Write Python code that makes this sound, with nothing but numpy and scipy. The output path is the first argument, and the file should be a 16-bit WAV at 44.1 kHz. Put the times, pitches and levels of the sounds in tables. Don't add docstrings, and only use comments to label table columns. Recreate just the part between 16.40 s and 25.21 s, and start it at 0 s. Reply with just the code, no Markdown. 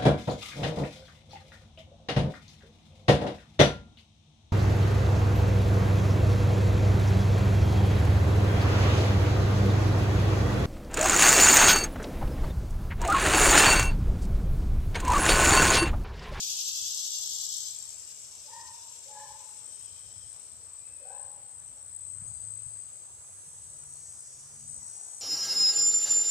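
import sys
import numpy as np
from scipy import signal
from scipy.fft import rfft, irfft, next_fast_len
from scipy.io import wavfile
from scipy.ndimage import uniform_filter1d, map_coordinates

SR = 44100
rng = np.random.default_rng(int(sys.argv[2]) if len(sys.argv) > 2 else 0)


def transcribe(u):
    v = np.clip(np.atleast_2d(u).T, -1, 1)
    q = np.round(v * 32767).astype(np.int16)
    wavfile.write(sys.argv[1], SR, q)


def ratio(d):
    e = np.asarray(d, float) / 20
    return 10 ** e


N = 388521


def unit(x):
    return x / np.sqrt(np.mean(x ** 2) + 1e-20)


def along(points, hz):
    f, v = np.transpose(points)
    return np.interp(np.log(hz + 1), np.log(f + 1), v)


def curves(rows):
    s, *cols = np.transpose(rows)
    return [np.interp(np.arange(N) / SR, s, c) for c in cols]


def sounding(rows, fade_s):
    t = np.arange(N) / SR
    since_start = t - rows[0][0] + (rows[0][0] <= 0)
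    until_end = rows[-1][0] - t + (rows[-1][0] > 8.7)
    return np.clip(np.minimum(since_start, until_end) / fade_s, 0, 1)


def wobble(rate):
    coarse = np.arange(0, N + 64, 64)
    knots = rng.standard_normal(size=900)
    return np.interp(np.arange(N), coarse, map_coordinates(knots, [coarse * rate / SR]))


def filtered(x, response):
    m = next_fast_len(N + SR // 2)
    return irfft(rfft(x, m) * response(np.fft.rfftfreq(m, 1 / SR)), m)[..., :N]


def body(points):
    return lambda hz: ratio(along(points, hz)) * (hz > points[0][0]) * (hz < points[-1][0])


def sac(centre_hz, width_hz, skirt_db):
    def response(hz):
        bell = np.exp(-.5 * ((hz - centre_hz) / width_hz) ** 2)
        return bell + ratio(skirt_db) / (1 + ((hz - centre_hz) / 900) ** 2)
    return response


def placed(at, size):
    at = np.clip(at, 8, N - 9)
    near = np.floor(at)[:, None] + np.arange(-7, 9)
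    offset = near - at[:, None]
    shape = np.sinc(offset) * np.cos(np.pi * offset / 16) ** 2
    return np.bincount(near.astype(int).ravel(), (shape * size[:, None]).ravel(), N)


def clicks(rate_hz, drift, jitter_s, scatter_db, pattern_db=(0,), ahead=0):
    turns = np.cumsum(rate_hz * (1 + drift * wobble(0.99))) / SR + ahead
    k = np.arange(1, int(turns[-1]))
    luck = rng.standard_normal((16000, 2))[:len(k)]
    at = np.interp(k, turns, np.arange(N)) + jitter_s * SR * luck[:, 0]
    level_db = np.asarray(pattern_db)[k % len(pattern_db)] + scatter_db * luck[:, 1]
    return placed(at, ratio(level_db))


def echoes(x, t60, wet_db, sway):
    t = np.arange(int(.8 * SR)) / SR
    tails = rng.standard_normal((4, len(t))) * ratio(-60 * t / abs(t60))
    paths = signal.fftconvolve(x[None], tails / np.linalg.norm(tails[0]), axes=1)[:, :N]
    turn = sway * np.arange(N) / SR + wobble(2.024)
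    return x + ratio(wet_db) * (np.cos(turn) * paths[:2] + np.sin(turn) * paths[2:])


def foliage(x, spread_s, change_s, wet_db, fading=.25):
    _, t, z = signal.stft(x, SR, nperseg=2048, noverlap=1536)
    chance = rng.standard_normal((4, 1050, 768))
    delay, rate = np.fft.fftfreq(1050, SR / 2048), np.fft.fftfreq(768, t[1])
    smooth = np.exp(-.5 * (delay[:, None] / spread_s) ** 2 - .5 * (rate * change_s) ** 2)
    field = np.fft.ifft2((chance[:2] + 1j * chance[2:]) * smooth)[:, :z.shape[0], :z.shape[1]]
    field = field / np.abs(field) ** (1 - fading)
    wet = signal.istft(z * field, SR, nperseg=2048, noverlap=1536)[1][:, :N]
    both = unit(x) + ratio(wet_db) * unit(wet)
    return both / np.sqrt(np.abs(uniform_filter1d(both ** 2, size=5000)) + 1e-9)


def place(pair, level_db, pan_db):
    left, right = unit(pair[0]), unit(pair[1])
    return np.array([left * ratio(level_db + pan_db / 2), right * ratio(level_db - pan_db / 2)])


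def late_left(pair):
    return np.array([np.roll(pair[0], 4), pair[1]])


def rush(spectrum, alike, lag, patchy_db):
    z = signal.stft(rng.standard_normal((2, N)), nperseg=512)[2]
    field = uniform_filter1d(rng.standard_normal(z.shape[1:]), size=6, axis=0)
    field = uniform_filter1d(field, size=14, axis=1)
    pair = signal.istft(z * ratio(patchy_db * unit(field)), nperseg=512)[1][:, :N]

    def mid_side(hz):
        turn = np.arccos(np.clip(along(alike, hz), -1, 1)) / 2
        return body(spectrum)(hz) * [np.cos(turn), np.sin(turn)]
    mid, side = filtered(pair, mid_side)
    left = filtered(mid + side, lambda hz: np.exp(-2j * np.pi * hz * lag / SR))
    return unit(np.array([left, mid - side]))


def air():
    # hz, level_db per Hz
    air_spectrum = [(130, -2.5), (205, -6), (450, -1), (1100, -1.5), (2000, -6), (3100, -7), (6000, -3.5),
                    (8000, -24), (9700, -2.5), (11600, -36), (13500, -14), (15600, -10.5)]
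    # hz, likeness (-1 to 1)
    air_alike = [(60, 0.94), (180, 0.94), (550, 1), (1650, 0.66), (4970, 0.2), (15000, -0.05)]
    level = ratio(-63.5 + 0.15 * wobble(2.02))
    return level * rush(air_spectrum, air_alike, lag=3.07, patchy_db=1.34) * ratio([[1.2], [-1.2]])


def road():
    # hz, level_db per Hz
    rumble = [(28, -44), (45, -14.5), (62, -4.5), (100, -1.5), (140, -8.5), (190, -22), (240, -16)]
    # hz, likeness (0-1)
    road_alike = [(30, .55), (120, .75)]
    # middle_s, half_length_s, level_db
    passes = [
        (1.9, 0.13, -72),
        (2.904, 0.072, -65.5),
        (3.798, 0.33, -63.5),
        (5.214, 0.3, -66.5),
        (6.033, 0.27, -57.5),
        (7.37, 0.23, -63),
        (8.21, 0.22, -65),
    ]
    t = np.arange(N) / SR
    power = ratio(-68.5) ** 2
    for s, half_s, db in passes:
        power = power + ratio(db) ** 2 * np.exp(-((t - s) / half_s) ** 2)
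    sway = ratio(2 * wobble(8) - 1.5)
    noise = rush(rumble, road_alike, lag=1.8, patchy_db=0.5)
    return np.sqrt(power) * sway * noise * ratio([[1.5], [-1.5]])


def engines():
    # time_s, pitch_hz, level_db
    firing_notes = [
        [(5.4, 84.83, -75), (5.75, 97.33, -54.5), (5.9, 107.4, -56), (6.3, 106.1, -57), (6.6, 107, -76)],
        [(6.7, 140.4, -89), (7.2, 140, -67), (7.65, 142.5, -64.5), (7.8, 140.4, -74.5), (8.3, 141, -56),
         (8.55, 142, -84)],
        [(7.95, 212.3, -85), (8.2, 229.7, -66.5), (8.45, 232, -74), (8.81, 230, -85)],
    ]
    out = 0
    for rows in firing_notes:
        hz, db = curves(rows)
        turn = 2 * np.pi * np.cumsum(hz * (1 + 0.01017 * wobble(3.9))) / SR
        note = ratio(db + 2.4 * wobble(9)) * np.sin(turn)
        out = out + sounding(rows, 0.044) * note * ratio([[2.5], [-2.5]])
    return out


def hand():
    # middle_s, peak_db, pitch_hz
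    bumps = [
        (5.822, -49.5, 158),
        (6.267, -43.5, 109),
        (7.08, -58, 159),
    ]
    t, out = np.arange(N) / SR, np.zeros(N)
    for s, db, hz in bumps:
        out += ratio(db) * np.exp(-.5 * ((t - s) / 0.0049) ** 2) * np.sin(2 * np.pi * hz * (t - s))
    return out * ratio([[3], [-3]])


def bird():
    # start_s, length_s, from_hz, to_hz, level_db
    chirps = [
        (5.093, .03, 6260, 7050, -66),
        (5.184, 0.023, 6020, 6430, -63),
        (5.27, 0.015, 5720, 6500, -61),
        (5.368, 0.016, 5640, 5920, -63),
        (5.867, 0.026, 6140, 7260, -55.5),
        (3.25, 0.64, 3140, 3230, -70.5),
        (4.385, 0.42, 2500, 2650, -74),
        (7.482, 0.19, 4520, 4540, -76),
    ]
    t, out, waver_hz = np.arange(N) / SR, np.zeros(N), 75 * wobble(55)
    for s, length, from_hz, to_hz, db in chirps:
        u = np.clip((t - s) / length, 0, 1)
        turn = 2 * np.pi * np.cumsum(from_hz + (to_hz - from_hz) * u + waver_hz) / SR
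        out += ratio(db) * np.sin(np.pi * u) ** 0.15 * np.sin(turn)
    return echoes(out, t60=0.41, wet_db=4.0, sway=0.18) * ratio([[3], [-3]])


def dog():
    # start_s, level_db, voice_hz, chest_db, roughness (0-1)
    barks = [
        (2.045, -51.5, 934, -12.5, 0.41),
        (2.658, -52.5, 875, -2.5, 0.38),
        (4.6, -58, 834.5, 5.5, 0.77),
        (8.48, -70.5, 792, -25, 0.77),
    ]
    t, low, high = np.arange(SR // 2) / SR, np.zeros(N + SR), np.zeros(N + SR)
    for s, db, hz, chest_db, rough in barks:
        pitch_rasp, chest_rasp, level_rasp = [wobble(140)[:len(t)] for _ in range(3)]

        def swell(lag_s):
            rise_fall = np.sin(np.pi * np.clip((t - lag_s) / 0.3, 0, 1) ** 0.5) ** 2
            return ratio(db + 6 * rough * level_rasp) * rise_fall
        pitch = 1 - .16 * rough * np.exp(-t / .09) + .065 * rough * pitch_rasp
        turn = 2 * np.pi * np.cumsum(pitch) / SR
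        chest = np.sin(2 * np.pi * np.cumsum(553.5 * (1 + .055 * chest_rasp)) / SR)
        chest = ratio(chest_db - 103 * t) * swell(-0.014) * chest
        husk = ratio(-8) * swell(0.07) * np.sin(1014 * turn)
        voice = swell(0.018 + 0.032 * rough ** 2) * np.sin(hz * turn)
        octave = swell(0.048) * ratio(-9.5) * np.sin(2 * hz * turn)
        low[round(s * SR):][:len(t)] += voice + husk + chest
        high[round(s * SR):][:len(t)] += octave
    left, right = echoes(low[:N], t60=1.1, wet_db=6, sway=.3) + echoes(high[:N], t60=.5, wet_db=4, sway=.3)
    return np.array([ratio(1.2) * np.roll(.72 * right + .45 * left, 3), ratio(-1.2) * right])


def katydid_beat():
    # time_s, slip_beats
    throb_slip = [(1.4, -.08), (2.9, -.2), (3.8, -.8), (4.3, -1.5)]
    turn = 14.1 * np.arange(N) / SR + curves(throb_slip)[0]
    return (.5 + .5 * np.cos(2 * np.pi * turn)) ** 3.3


def katydid(beat):
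    # time_s, level_db
    throb = [(1.4, -72), (1.8, -61), (2.2, -59), (2.6, -63), (2.9, -71), (3.3, -83), (3.9, -78), (4.3, -84)]
    # hz, level_db per Hz
    throb_body = [(3800, -23), (4300, -7.5), (4800, -9), (5100, 5), (5450, -13), (6100, -1), (6700, -6),
                  (7100, -12)]
    teeth = clicks(900, drift=.02, jitter_s=0.00034, scatter_db=3.5)
    rasp = echoes(filtered(teeth * beat, body(throb_body)), t60=0.046, wet_db=0.5, sway=3.2)
    return sounding(throb, 0.21) * place(rasp, curves(throb)[0], 9.3)


def far_buzzers(beat):
    # time_s, level_db, left_right_db
    far_path = [(1.2, -46, 13), (1.45, -50.5, 6), (2.0, -52, 4.5), (2.7, -53.5, 8.5), (3.2, -56, 8),
                (4.0, -61, 9), (4.5, -68.5, 10), (5.2, -74, 0)]
    # hz, level_db per Hz
    far_body = [(2200, -19), (3600, -14), (4600, -14.5), (5200, -6), (6800, -5), (7600, -2.5),
                (8700, -15.5), (10500, -21), (12300, -19), (14000, -37)]
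    far = filtered(clicks(480, drift=.01, jitter_s=0.0001365, scatter_db=2.5), body(far_body))
    far = foliage(far * ratio(1.06 * wobble(24.96)), spread_s=0.0077, change_s=0.46, wet_db=11, fading=0.79)
    level_db, pan_db = curves(far_path)
    return sounding(far_path, 0.34) * place(far * (1 + 0.044 * beat), level_db + 2.0, pan_db)


def crowd():
    # time_s, level_db
    crowd_level = [(0.0, -50), (1.4, -51), (3.0, -52), (4.3, -51), (6.8, -49), (8.81, -51.5)]
    many = clicks(1500, drift=0.018, jitter_s=0.00055, scatter_db=3.0) * ratio(0.49 * wobble(40))
    many = filtered(many, sac(8010, 340, skirt_db=-4.5))
    many = foliage(many, spread_s=0.013, change_s=0.15, wet_db=3)
    return late_left(place(many, curves(crowd_level)[0], 0.5))


def steady_singer():
    # time_s, level_db, left_right_db
    song = [(5.2, -78, -6), (6, -72, -24), (6.5, -65, -22.5), (7, -52.5, -10), (7.5, -54.5, -4.5),
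            (7.9, -55.5, 2), (8.3, -55.5, -1), (8.81, -53.5, -6)]
    # hz, level_db
    low_band = [(4400, -20), (5000, -11), (5450, -13), (5750, 0), (6250, -1.5), (6750, 4.5), (7000, 1),
                (7600, -30)]
    # hz, level_db
    top_band = [(8700, -10), (9300, -0.5), (9900, -15.5), (10500, -2.5), (11100, -8.5), (11700, -33)]
    # time_s, comb_db
    opening = [(5.2, -22), (6.6, -19), (7.3, -5.5), (7.9, 2.5), (8.81, 0.5)]
    # hz, level_db
    first_lines = [(6500, 1), (10500, -10.5)]
    # time_s, level_db
    young = [(5.2, -81), (5.65, -72), (6.4, -70.5), (7.2, -65.5), (8.81, -82)]
    # time_s, level_db
    passing = [(5.7, -88), (5.9, -75), (6.5, -76), (6.75, -78)]
    # time_s, rate_clicks_per_s
    pace = [(5.2, 250.1), (7, 250), (8, 249.5), (8.81, 248.8)]
    even = clicks(curves(pace)[0], drift=0.0003, jitter_s=.000011, scatter_db=1.5)
    train = foliage(even, spread_s=0.0093, change_s=0.66, wet_db=16, fading=0.6)
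    level_db, pan_db = curves(song)
    comb_db = curves(opening)[0]

    def lines(rows):
        def response(f):
            return sum(ratio(db) * np.exp(-.5 * ((f - hz) / 70) ** 2) for hz, db in rows)
        return filtered(unit(even) + 0.11 * train, response)
    low = place(filtered(train, body(low_band)), level_db + comb_db, pan_db)
    top_db = level_db + 0.61 * comb_db - 6.5
    top = place(filtered(train, body(top_band)), top_db, pan_db - 11.0)
    first = place(lines(first_lines), curves(young)[0], pan_db - 1.5)
    brief = place(lines([(4750, 4), (12250, -16)]), curves(passing)[0], -1.5)
    return sounding(song, 0.31) * (low + top + first) + sounding(passing, 0.09) * brief


def high_soloist():
    # time_s, level_db
    solo_level = [(0.0, -56), (0.7, -70), (1.3, -56), (1.9, -66), (2.5, -62), (3.3, -52), (3.6, -51),
                  (4.15, -55), (4.8, -49.5), (5.0, -57), (5.5, -50), (5.9, -46.5), (6.35, -46.5),
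                  (6.75, -58), (7.7, -51.5), (8.1, -61.5), (8.3, -47.5), (8.81, -50.5)]
    ribs = [-2.5, -4, -15.5, -19, -1.5, -4.5, -5.5, -16, -10.5, -11]
    # time_s, slip_cycles
    solo_slip = [(0, 0), (2.8, .7), (4.3, .76), (5.2, 1.2), (5.56, 1.27), (5.62, .75), (6.16, .77),
                 (6.22, .31), (6.5, .38), (7, .62), (8.81, .67)]
    ahead = len(ribs) * curves(solo_slip)[0] - 0.8
    train = clicks(297, drift=0, jitter_s=.000025, scatter_db=1.5, pattern_db=ribs, ahead=ahead)
    high = filtered(train, sac(8138, 178, skirt_db=-36))
    high = foliage(high, spread_s=0.0031, change_s=0.17, wet_db=4.0, fading=0.17)
    flutter_db = 1.6 * wobble(5.2)
    return late_left(place(high, curves(solo_level)[0] + flutter_db, 18.5))


def bursts(scatter_db):
    # lag_s, level_db
    rib_clicks = [(0, 2), (.00426, -6), (.00852, -10)]
    burst_s, rest_s, rest_varies_s, triples = .0141, .0195, .008, .45
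    luck = rng.random((260, 2))
    third = luck[:, 0] < triples
    start = np.cumsum(burst_s * (1 + third) + rest_s + rest_varies_s * luck[:, 1]) - .08
    start = np.concatenate([start, start + burst_s, (start - burst_s)[third]])
    start = start + .0002 * rng.standard_normal(800)[:len(start)]
    start = start[(start > 0) & (start < N / SR - .02)]
    lag, db = np.transpose(rib_clicks)
    uneven = rng.standard_normal((800, 1)) + .6 * rng.standard_normal((800, 3))
    size = ratio(db + scatter_db * uneven[:len(start)])
    return placed(((start[:, None] + lag) * SR).ravel(), size.ravel())


def low_droner():
    # time_s, level_db, left_right_db
    low_path = [(0.0, -43, 9), (0.6, -44.5, 19.5), (1.2, -45, 20.5), (1.6, -53.5, 20.5), (2.0, -57, 13),
                (2.35, -50.5, 4), (3.1, -52.5, 5), (3.5, -58, 11), (3.9, -43, 17)]
    low = filtered(bursts(scatter_db=1.0), sac(7590, 160, skirt_db=-15))
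    low = foliage(low, spread_s=0.0026, change_s=0.27, wet_db=8.5)
    level_db, pan_db = curves(low_path)
    return sounding(low_path, 0.77) * place(low, level_db - 1.5, pan_db + 2.2)


def near_buzzer():
    # time_s, level_db, left_right_db
    buzz_path = [(0.0, -33.5, 4), (0.35, -34.5, 3), (1.15, -37.5, 3.5), (1.29, -40.5, 3), (1.37, -48, 1.5),
                 (1.6, -44, 0)]
    # hz, level_db per Hz
    buzz_body = [(2000, 27.5), (2550, -17.5), (3000, -13), (3400, -5), (3800, -7.5), (4300, -5.5),
                 (5300, -1), (6300, 0.5), (7000, -4), (8200, -28), (9600, -14), (10700, -22),
                 (12200, -13.5), (14400, -22), (14600, -30)]
    # time_s, lowest_hz
    buzz_edge = [(0, 2440), (.5, 2590), (.75, 2690), (1.1, 2840), (1.6, 2970)]
    # hz, left_right_db
    buzz_lean = [(2500, 6), (5000, 0), (7000, 6.5), (9000, -7), (13000, -4.5)]
    near = filtered(clicks(720, drift=.02, jitter_s=0.000409, scatter_db=2.5), body(buzz_body))
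    hz, t, z = signal.stft(near, SR, nperseg=512)
    edge_hz = np.interp(t, *np.transpose(buzz_edge))
    near = signal.istft(z / (1 + np.exp((edge_hz - hz[:, None]) / 35)), SR, nperseg=512)[1][:N]
    near = foliage(near * ratio(0.72 * wobble(28.7)), spread_s=0.0077, change_s=0.096, wet_db=20.5, fading=.05)
    near = filtered(near, lambda hz: ratio(np.outer([.5, -.5], along(buzz_lean, hz))))
    level_db, pan_db = curves(buzz_path)
    return sounding(buzz_path, 0.24) * place(near, level_db + 0.4, pan_db)


def scene():
    beat = katydid_beat()
    background = air() + road() + engines() + hand()
    animals = bird() + dog() + katydid(beat)
    cicadas = far_buzzers(beat) + crowd() + steady_singer() + high_soloist() + low_droner() + near_buzzer()
    return background + animals + cicadas


def roll_off(x):
    return signal.sosfilt(signal.butter(12, 15720, fs=SR, output="sos"), x)


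def record(dry):
    return roll_off(dry)


dry = scene()
out = record(dry)
transcribe(out)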